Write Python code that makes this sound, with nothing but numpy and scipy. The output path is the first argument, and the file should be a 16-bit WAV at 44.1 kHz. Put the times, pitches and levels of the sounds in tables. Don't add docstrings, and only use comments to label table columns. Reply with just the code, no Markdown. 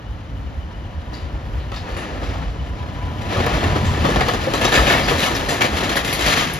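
import sys
import numpy as np
from scipy import signal
from scipy.fft import rfft, irfft, next_fast_len
from scipy.io import wavfile
from scipy.ndimage import map_coordinates

SR = 44100
rng = np.random.default_rng(int(sys.argv[2]) if len(sys.argv) > 2 else 0)


def master_out(mix):
    frames = np.transpose(np.atleast_2d(mix))
    ceiling = np.clip(frames, -1, 1)
    pcm = np.round(ceiling * 32767).astype(np.int16)
    wavfile.write(sys.argv[1], SR, pcm)


N = 290619
TIME = np.arange(N) / SR

SPEED_M_PER_S, LANE_M = 4.71, 1.79
WHEELS_ALONGSIDE_S, STEEL_ALONGSIDE_S = (4.2, 5.87), (4.69, 6.27)

# [t/s, firing rate f/Hz, level/dB]
ENGINE_CURVE = [(0, 74, -43), (1.3, 79, -38.5), (2.6, 66, -41.5), (3.2, 90, -28.5), (3.9, 78, -29.5),
                (4.4, 63, -37), (6.59, 48, -44)]
# [f/Hz, relative level/dB per Hz]
TYRE_SPECTRUM = [(40, -16.5), (130, 3.5), (250, 4), (400, 0.5), (700, 0.5), (1000, -3.5), (1500, -4.5),
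                 (3000, -17.5), (6000, -26), (14000, -53)]
# [f/Hz, relative level/dB per Hz]
STEEL_SPECTRUM = [(100, -3), (300, -2.5), (700, -6), (1300, 1), (1900, 0.5), (2400, -4), (3200, -2.5),
                  (4500, -8.5), (6000, -11), (7300, -16.5), (8600, -21), (9700, -14.5), (11000, -22),
                  (13500, -23.5), (15000, -55)]
# [t/s, thump level/dB,
# deck knock f/Hz, clank level/dB, time for the clatter to build/s, settling t60/s]
WHEEL_JOLTS = [(1.123, -24, 604, -31, 0.0096, 0.5), (1.718, -23, 636, -27, 0.0041, 0.68),
               (1.888, -22, 924, -33, 0.0055, 0.83), (1.966, -20, 325, -26, 0.0038, 0.83),
               (2.216, -20, 480, -30, 0.0082, 0.96), (3.209, -32, 513, -29, 0.008, 0.26),
               (3.362, -19, 586, -35, .004, .12), (3.402, -13.5, 437, -18, 0.0021, .17),
               (3.464, -14.5, 752, -13, .0005, 0.081), (3.63, -15, 387, -18.5, 0.0036, 0.27),
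               (3.759, -14, 302, -26, 0.0053, 0.28), (4.047, -6, 528, -14.5, 0.005, 0.24),
               (4.089, -9.5, 491, -16.5, 0.005, 0.19), (4.16, -13.5, 607, -12, 0.00086, 0.15),
               (4.208, -14, 588, -9, 0.0015, 0.12), (4.284, -14, 510, -14.5, 0.001, 0.19),
               (4.335, -10.5, 734, -15, .001, 0.085), (4.471, -16, 508, -39, 0.00091, 0.05),
               (4.537, -10.5, 411, -17, 0.0012, 0.29), (4.613, -14, 510, -10.5, 0.0018, 0.089),
               (4.644, -11.5, 602, -11, 0.003, 0.21), (4.72, -11.5, 484, -8.5, 0.006, 0.47),
               (4.743, -16, 520, -5.5, 0.0043, 0.29), (4.774, -11, 446, -13, 0.0023, 0.1),
               (4.812, -11.5, 504, -26, 0.0045, 0.09), (4.869, -11, 376, -6, 0.003, 0.18),
               (4.898, -12, 400, -6.5, 0.0037, 0.42), (4.939, -12, 665, -28, 0.0062, 0.17),
               (4.989, -22, 417, -5, 0.0069, 0.054), (5.079, -20, 470, -6, 0.0062, 0.12),
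               (5.11, -10, 409, -23, .003, 0.086), (5.188, -38, 450, -17.5, 0.0056, 0.54),
               (5.24, -36, 503, -13, 0.0037, 0.22), (5.351, -18.5, 400, -15.5, .008, 0.17),
               (5.487, -17, 578, -14, 0.0046, 0.33), (5.523, -11, 556, -27, 0.0028, 0.25),
               (5.608, -12.5, 704, -6.5, 0.0049, 0.3), (5.64, -11, 487, -10, 0.0058, 0.093),
               (5.825, -15, 530, -7.5, 0.026, 0.12), (5.955, -16, 525, -8.5, 0.0066, 0.19),
               (6.048, -18, 495, -17, 0.0039, 0.52), (6.127, -21, 335, -15, 0.0017, 0.34),
               (6.193, -15.5, 463, -16, 0.0045, 0.59), (6.263, -20, 557, -11, 0.0021, 0.3),
               (6.3, -23, 512, -15, 0.0087, 0.28), (6.37, -21, 500, -10, 0.036, 0.26),
               (6.537, -30, 188, -32.5, 0.0014, 0.42)]


def amp(db):
    return 10 ** (np.asarray(db) / 20)


def unit(x):
    return x / np.sqrt(np.mean(x ** 2) + 1e-20)


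def along(rows):
    s, *columns = np.transpose(rows)
    return [np.interp(TIME, s, c) for c in columns]


def across(rows, hz):
    f, *columns = np.transpose(rows)
    return [np.interp(np.log(hz + 1), np.log(f), c) for c in columns]


def add(mix, s, sound):
    part = mix[:, max(round(s * SR), 0):][:, :sound.shape[1]]
    part += sound[:, :part.shape[1]]


def white(size=N):
    return rng.standard_normal((2, size))


def coloured(x, spectrum, size=4096):
    hz = abs(np.fft.fftfreq(size, 1 / SR))
    log_gain = np.log(unit(amp(across(spectrum, hz)[0])))
    taps = np.fft.ifft(np.exp(np.conj(signal.hilbert(log_gain)))).real
    return signal.oaconvolve(x, taps[None, :size // 2], axes=1)[:, :x.shape[1]]


def drift(rate_hz):
    size = next_fast_len(N)
    hz = np.fft.rfftfreq(size, 1 / SR)
    smoothed = rfft(rng.standard_normal(size)) / (1 + (hz / rate_hz) ** 4)
    return unit(irfft(smoothed, size)[:N])


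def ringing(hz, half_width_hz):
    f = np.fft.rfftfreq(N, 1 / SR)
    return unit(irfft(rfft(white()) / (1 + ((f - hz) / half_width_hz) ** 2), N))


def impacts(length, per_s, spread_db):
    sizes = amp(spread_db * np.minimum(rng.exponential(1, length), 3.5))
    signs = rng.choice([-1, 1], length)
    return sizes * signs * (rng.random(length) < per_s / SR)


def distance(t, alongside_s):
    return np.hypot(LANE_M, SPEED_M_PER_S * (t - np.clip(t, *alongside_s)))


def swell(start, end, attack_s, release_s):
    return np.exp(-np.maximum(start - TIME, 0) / attack_s - np.maximum(TIME - end, 0) / release_s)


def deck(attack_s=.05, release_s=.07):
    # [start t/s, end t/s, extra roar level/dB, extra shaking level/dB]
    rough_stretches = [(1.126, 1.634, 2.5, -13), (1.872, 2.418, 8, 2.5), (3.328, 3.562, 9, 12.5),
                       (3.603, 3.754, 6.5, 8.5), (3.842, 4.06, -9, 5.5), (4.09, 4.33, -0.5, 3),
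                       (4.634, 4.966, 3, 3.5), (5.092, 5.277, 0, 5.5), (5.788, 5.912, -7, 5),
                       (6.272, 6.408, 3.5, 10)]
    power = 1
    for start, end, roar_db, shake_db in rough_stretches:
        extra = amp([[roar_db], [shake_db]]) * swell(start, end, attack_s, release_s)
        power = power + extra ** 2
    return np.sqrt(power)


def rumble(breeze_db=-1.5, lumpy_db=4.5, drone_db=-2.0, throb_db=0.5):
    # [f/Hz, relative level/dB per Hz]
    breeze_spectrum = [(15, -56), (28, -62), (42, -0.5), (58, 3.5), (75, -14.5), (100, -6.5), (200, -37),
                       (1200, -77)]
    drone_spectrum = [(30, -15), (55, -27.5), (78, 5.5), (105, -0.5), (150, -3.5), (220, -10), (400, -28),
                      (1200, -68)]
    # [t/s, level/dB]
    breeze_curve = [(0, -32), (2.05, -27.5), (2.35, -26.5), (2.95, -29.5), (3.4, -26.5), (4.3, -24),
                    (5.3, -33), (5.8, -29), (6.59, -38)]
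    drone_curve = [(0, -33), (2.1, -35), (3.0, -28), (3.55, -26), (3.7, -20.5), (3.98, -17.5), (4.4, -27.5),
                   (4.9, -30), (5.4, -31.5), (6.59, -31.5)]
    breeze = unit(coloured(white(), breeze_spectrum))
    drone = unit(coloured(white(), drone_spectrum))
    breeze_gain = amp(along(breeze_curve)[0] + breeze_db + lumpy_db * drift(8.2))
    drone_gain = amp(along(drone_curve)[0] + drone_db + throb_db * drift(15.0))
    return breeze * breeze_gain + drone * drone_gain


def engine(clatter=0.49, burst_turns=1.0, whine_db=-2, whistle_db=-59):
    # [f/Hz, relative level/dB per Hz]
    clatter_spectrum = [(30, -9), (70, -7), (150, -6), (280, 0.5), (400, -15.5), (700, -8.5), (1400, -18.5),
                        (2200, -41), (3000, -19), (5000, -39), (14000, -45)]
    # [t/s, f/Hz, level/dB]
    whine_curve = [(0, 947, -68), (1.0, 980, -50.5), (2.4, 978, -53), (2.98, 992, -45), (3.08, 990, -39.5),
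                   (3.2, 990, -41.5), (3.25, 990, -36), (3.31, 988, -43), (3.9, 984, -33.5),
                   (4.3, 960, -59)]
    firing_hz, db = along(ENGINE_CURVE)
    turns = np.cumsum(firing_hz * (1 + 0.041 * drift(7.2))) / SR
    pulses = sum(np.cos(2 * np.pi * k * turns) / k ** 2 for k in range(1, 6))
    bursts = (0.4 + np.exp(-(turns % 1) / burst_turns)) * white()
    diesel = .5 * unit(pulses) + clatter * unit(coloured(bursts, clatter_spectrum))

    pitch_hz, tone_db = along(whine_curve)
    waver, flicker_db = 1 + .015 * drift(60), 4 * drift(25)
    whine = unit(np.sin(2 * np.pi * np.cumsum(pitch_hz * waver) / SR))
    whistle = ringing(hz=2975, half_width_hz=84) * amp(whistle_db + 4.1 * drift(22))
    return amp(db) * diesel + amp(tone_db + whine_db + flicker_db) * whine + whistle


def engine_tones(level_db=-1.0, weave_db=2.5):
    # [multiple of the firing rate, level/dB]
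    harmonics = [(2, -61), (4, -48), (7, -48), (8, -51.5), (10, -56)]
    turns = np.cumsum(along(ENGINE_CURVE)[0] * (1 + .012 * drift(5))) / SR
    tones = 0
    for k, db in harmonics:
        tones = tones + amp(db + weave_db * drift(3.5)) * np.sin(2 * np.pi * k * turns)
    fade_in_db = np.interp(TIME, [0, 1.6], [-7, 0])
    return tones * amp(level_db + fade_in_db)


def traffic(level_db=-42):
    return amp(level_db) * unit(coloured(white(), TYRE_SPECTRUM))


def tyres(smooth_at_1m_db=-21, flutter_db=-1.04, grit=0.53):
    crunch = unit(impacts(N, per_s=900, spread_db=2.0))
    tread = unit(coloured(white() + grit * crunch, TYRE_SPECTRUM))
    level = amp(smooth_at_1m_db + flutter_db * drift(29)) / distance(TIME, WHEELS_ALONGSIDE_S)
    return tread * deck()[0] * level


def steel_blow(crack_t60, ring_db, size=8192):
    # [f/Hz, level/dB, t60/s]
    steel_modes = [(565, 6.5, 0.085), (732, 11.5, 0.064), (1170, -9, 0.031), (1733, 6, 0.07),
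                   (1907, 4, 0.075), (2134, 4, 0.095), (2350, 5, 0.06), (2560, 6.5, 0.085),
                   (2800, 6, 0.063), (3015, -2, 0.088), (3370, -6, 0.24), (3974, 4, 0.19),
                   (4540, 8.5, 0.07), (6580, 10, 0.09), (7330, 14, 0.075)]
    t = np.arange(size) / SR
    crack = white(size) * amp(-60 * t / crack_t60)
    hz, db, t60 = np.transpose(steel_modes)[:, :, None]
    detune = 1 + .035 * rng.standard_normal(hz.shape)
    weights = white(len(steel_modes)) + 1j * white(len(steel_modes))
    modes = amp(db - 60 * t / t60) * np.exp(2j * np.pi * hz * detune * t)
    return unit(crack) + amp(ring_db) * unit((weights @ modes).real)


def passing(x):
    metres = np.hypot(LANE_M, SPEED_M_PER_S * (TIME - np.mean(STEEL_ALONGSIDE_S)))
    wander = np.cumsum(.02 * drift(7))
    at = (TIME - metres / 343) * SR + wander
    return np.array([map_coordinates(channel, [at], order=3, mode="mirror") for channel in x])


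def coloured_by_air(x, corner_hz=5500, far_db=-9):
    low = signal.lfilter(*signal.butter(1, corner_hz, fs=SR), x)
    return low + (x - low) * amp(np.interp(TIME, [2.5, 5], [far_db, 0]))


def rattle(smooth_at_1m_db=-24, flutter_db=1.0, count=12):
    parts = 0
    for _ in range(count):
        contacts = impacts(N, per_s=110, spread_db=3.4)
        blow = steel_blow(crack_t60=0.099, ring_db=-9.5)
        parts = parts + signal.oaconvolve(contacts[None], blow, axes=1)[:, :N]
    steel = unit(coloured(passing(parts), STEEL_SPECTRUM))
    level = amp(smooth_at_1m_db + flutter_db * drift(29)) / distance(TIME, STEEL_ALONGSIDE_S)
    return coloured_by_air(steel * deck()[1] * level)


def throbs(level_db=-4.0, half_length_s=0.027):
    # [middle t/s, f/Hz at the middle, level/dB]
    throb_events = [(.11, 65.7, -22), (.46, 64.4, -16.5), (.58, 74, -20.5), (.98, 78, -16),
                    (1.25, 72.8, -15), (1.54, 60.3, -17), (2.289, 64, -16.5), (2.422, 62.7, -15),
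                    (2.424, 159, -25), (2.481, 52.2, -14), (2.619, 65, -12.5), (2.62, 145, -21.5),
                    (3.658, 89.4, -13), (3.88, 83, -10), (5.15, 81, -18), (5.741, 69.6, -16.5),
                    (6.47, 252.4, -22), (6.565, 149.3, -19.5)]
    out, t = np.zeros((2, N)), np.arange(SR // 5) / SR
    middle = t.mean()
    for s, hz, db in throb_events:
        glide = rng.uniform(-4, 4) * (t - middle) ** 2
        wave = np.sin(2 * np.pi * (hz * (t + glide) + rng.random((2, 1))))
        envelope = np.exp(-((t - middle) / half_length_s) ** 2)
        add(out, s - middle, amp(db + level_db) * wave * envelope)
    return out


def hum(hz=277, level_db=-39, start_s=0.292, end_s=0.5):
    gain = amp(level_db) * swell(start_s, end_s, attack_s=0.036, release_s=0.06)
    return ringing(hz, half_width_hz=1.56) * gain


def thumps(level_db=-5.5, knock=.75, t60=.12, size=16384):
    # [f/Hz, relative level/dB per Hz]
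    slap_spectrum = [(40, -36), (110, 3), (300, 4.5), (500, 5), (800, -1.5), (1250, -5.5), (2000, -10.5),
                     (4000, -35), (12000, -44)]
    out, t = np.zeros((2, N)), np.arange(size) / SR
    ratio, gain = np.transpose([(.62, .5), (1, 1), (1.27, .6), (1.7, .5), (2.3, .4)])
    envelope = amp(-60 * t / t60)
    for s, db, hz, *_ in WHEEL_JOLTS:
        slap = coloured(white(size) * envelope, slap_spectrum)
        modes_hz = hz * ratio * rng.uniform(.95, 1.05, len(ratio))
        signed_gain = gain * rng.choice([-1, 1], (2, len(gain)))
        panel = signed_gain @ np.sin(2 * np.pi * modes_hz[:, None] * t) * envelope
        thump = unit(unit(slap) + knock * unit(panel)) * np.sqrt(np.mean(envelope ** 2))
        add(out, s, amp(db + level_db) * thump)
    return out


def clanks(level_db=-7.0, hold_share=0.042, ring_db=-5, size=22050, count=3):
    bright_db, dulling_per_db = -2, 0.5
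    out, t = np.zeros((2, N)), np.arange(size) / SR
    for s, _, _, db, rise_s, t60 in WHEEL_JOLTS:
        settling = amp(-60 * np.maximum(t / t60 - hold_share, 0)) * np.minimum(t / rise_s, 1)
        first_blow, sound = np.exp(-rise_s / .004), 0
        for _ in range(count):
            chatter = impacts(size, per_s=300, spread_db=2) * settling
            chatter[0] = first_blow * np.linalg.norm(chatter)
            blow = steel_blow(crack_t60=.025, ring_db=ring_db)
            sound = sound + signal.fftconvolve(chatter[None], blow, axes=1)[:, :size]
        force_db = db + 20 * np.log10(distance(s, STEEL_ALONGSIDE_S))
        tilt_db = bright_db - dulling_per_db * force_db
        tilted = [(hz, level + tilt_db * np.log(hz / 3000)) for hz, level in STEEL_SPECTRUM]
        clank = unit(coloured(sound, tilted)) * np.sqrt(np.mean(settling ** 2))
        add(out, s, amp(db + level_db) * clank)
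    return coloured_by_air(out)


def jingles(level_db=-2, rise_s=.004, ring_t60=.011, size=22050, count=40):
    # [t/s, f/Hz, spread of modes as a share of f, level/dB, t60/s]
    jingle_events = [(1.135, 4370, .22, -38, 0.35), (1.595, 3100, 0.52, -40.5, 0.36),
                     (1.757, 4240, 0.18, -33.5, 0.22), (1.966, 8900, 0.17, -40, 0.29),
                     (3.851, 6800, 0.13, -33, 0.29), (4.648, 4700, 0.33, -15.5, .088),
                     (5.03, 5000, 0.073, -29, 0.39), (5.345, 4830, .12, -20, 0.058),
                     (5.493, 6830, 0.14, -25, .3), (5.960, 10540, 0.15, -22.5, 0.15),
                     (6.126, 10800, 0.26, -23, 0.14), (6.531, 10500, 0.21, -26.5, .093)]
    out, t = np.zeros((2, N)), np.arange(size) / SR
    brief = t[:1024]
    for s, hz, spread, db, t60 in jingle_events:
        settling = amp(-60 * t / t60) * np.minimum(t / rise_s, 1)
        modes_hz = hz * (1 + spread * rng.uniform(-0.96, 1, (count, 1)))
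        ring = white(count) @ np.sin(2 * np.pi * modes_hz * brief) * amp(-60 * brief / ring_t60)
        bounces = impacts(size, per_s=2000, spread_db=1.2) * settling
        sound = signal.fftconvolve(bounces[None], ring, axes=1)[:, :size]
        add(out, s, amp(db + level_db) * unit(sound) * np.sqrt(np.mean(settling ** 2)))
    return out


def clonks(level_db=-3, spread=0.019, rise_s=0.0033, body_t60=0.078, size=8192):
    # [f/Hz, level/dB, t60/s]
    chassis_modes = [(487, -3, 0.037), (722, -5, 0.24), (1027, -4, 0.08), (1140, -2.5, 0.16),
                     (1271, 3, 0.097)]
    # [t/s, ring level/dB before trim, hollow body f/Hz, body level/dB]
    clonk_events = [(1.719, -27, 571, -21.5), (3.362, -22, 575, -21), (3.463, -18, 730, -19),
                    (3.757, -22, 307, -27), (4.049, -11, 513, -9.5), (4.091, -26, 490, -13),
                    (4.161, -30, 580, -11.5), (4.208, -25, 747, -8.5), (4.285, -15.5, 508, -26),
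                    (4.470, -32, 529, -8.5), (4.538, -17, 395, -18), (4.649, -16, 371, -10.5),
                    (4.783, -10.5, 484, -22), (5.111, -17.5, 470, -8), (5.268, -17, 498, -26)]
    out, t = np.zeros((2, N)), np.arange(size) / SR
    hz, db, t60 = np.transpose(chassis_modes)[:, :, None]
    ratio, gain = np.transpose([(.6, .35), (1, 1), (1.17, .3)])
    for s, ring_db, hollow_hz, hollow_db in clonk_events:
        detune = 1 + spread * rng.standard_normal(hz.shape)
        turns = hz * detune * t + rng.random((2, len(chassis_modes), 1))
        ring = (amp(db - 60 * t / t60) * np.sin(2 * np.pi * turns)).sum(1)
        body_turns = hollow_hz * ratio[:, None] * t + rng.random((2, len(ratio), 1))
        body = gain @ np.sin(2 * np.pi * body_turns)
        sound = amp(ring_db + level_db) * ring + amp(hollow_db - 60 * t / body_t60) * body
        add(out, s, sound * (1 - np.exp(-t / rise_s)))
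    return out


def ticks(t60=0.015, level_db=-7, size=2048):
    # [t/s, level/dB]
    tick_events = [(3.464, -16), (4.285, -18)]
    out, t = np.zeros((2, N)), np.arange(size) / SR
    for s, db in tick_events:
        crack = signal.lfilter(*signal.butter(1, 1500, "high", fs=SR), white(size))
        add(out, s, amp(db + level_db - 60 * t / t60) * crack)
    return out


def yard(x, t60=0.13, wet_db=-16, size=22050):
    t = np.arange(size) / SR
    sparse = white(size) * (rng.random((2, size)) < .05)
    taps = sparse * (t > .012) * amp(-60 * t / t60)
    return x + amp(wet_db) * signal.oaconvolve(x, taps / np.linalg.norm(taps[0]), axes=1)[:, :N]


def stereo_image(x, diffuse=1):
    # [f/Hz, coherence, left-right level/dB, phase lead of the right/rad]
    image_by_frequency = [(100, .93, 0, -.2), (450, .9, 1.2, -.55), (950, .54, 5, -1.05),
                          (1250, .6, 2, -1.3), (1560, .55, -1, -2.9), (1750, .9, 1.8, -.45),
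                          (3200, .68, 7.2, -1.05), (5000, .62, 3.5, -.15), (5900, .62, 3, 1.3),
                          (7100, .62, 1.5, 1.6), (7800, .98, 0, 2.9), (9200, .99, 0, 3.4),
                          (10200, .62, 0, 4.8), (11100, .97, 0, 6.1), (13000, .97, 0, 6.5),
                          (14200, .5, 0, 9)]
    a, b = rfft(x)
    same, balance_db, phase = across(image_by_frequency, np.fft.rfftfreq(N, 1 / SR))
    same = np.clip(same, 0, 1) ** diffuse
    right = (same * a + np.sqrt(1 - same ** 2) * b) * np.exp(1j * phase)
    return irfft(np.array([a * amp(balance_db / 2), right * amp(-balance_db / 2)]), N)


def scene():
    steady = rumble() + throbs() + engine() + engine_tones() + tyres() + rattle() + hum()
    knocks = thumps() + clonks() + clanks() + jingles() + ticks()
    return stereo_image(steady + yard(knocks)) + stereo_image(traffic(), diffuse=2.2)


def record(dry, ceiling=0.78, low_cut_hz=33, edge_hz=15000):
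    dry = signal.sosfilt(signal.butter(4, low_cut_hz, "high", fs=SR, output="sos"), dry)
    rounded = dry / (1 + (dry / ceiling) ** 6) ** (1 / 6)
    band_limit = signal.firwin(511, edge_hz, window=("kaiser", 9), fs=SR)
    return signal.oaconvolve(rounded, band_limit[None], "same")


dry = scene()
out = record(dry)
master_out(out)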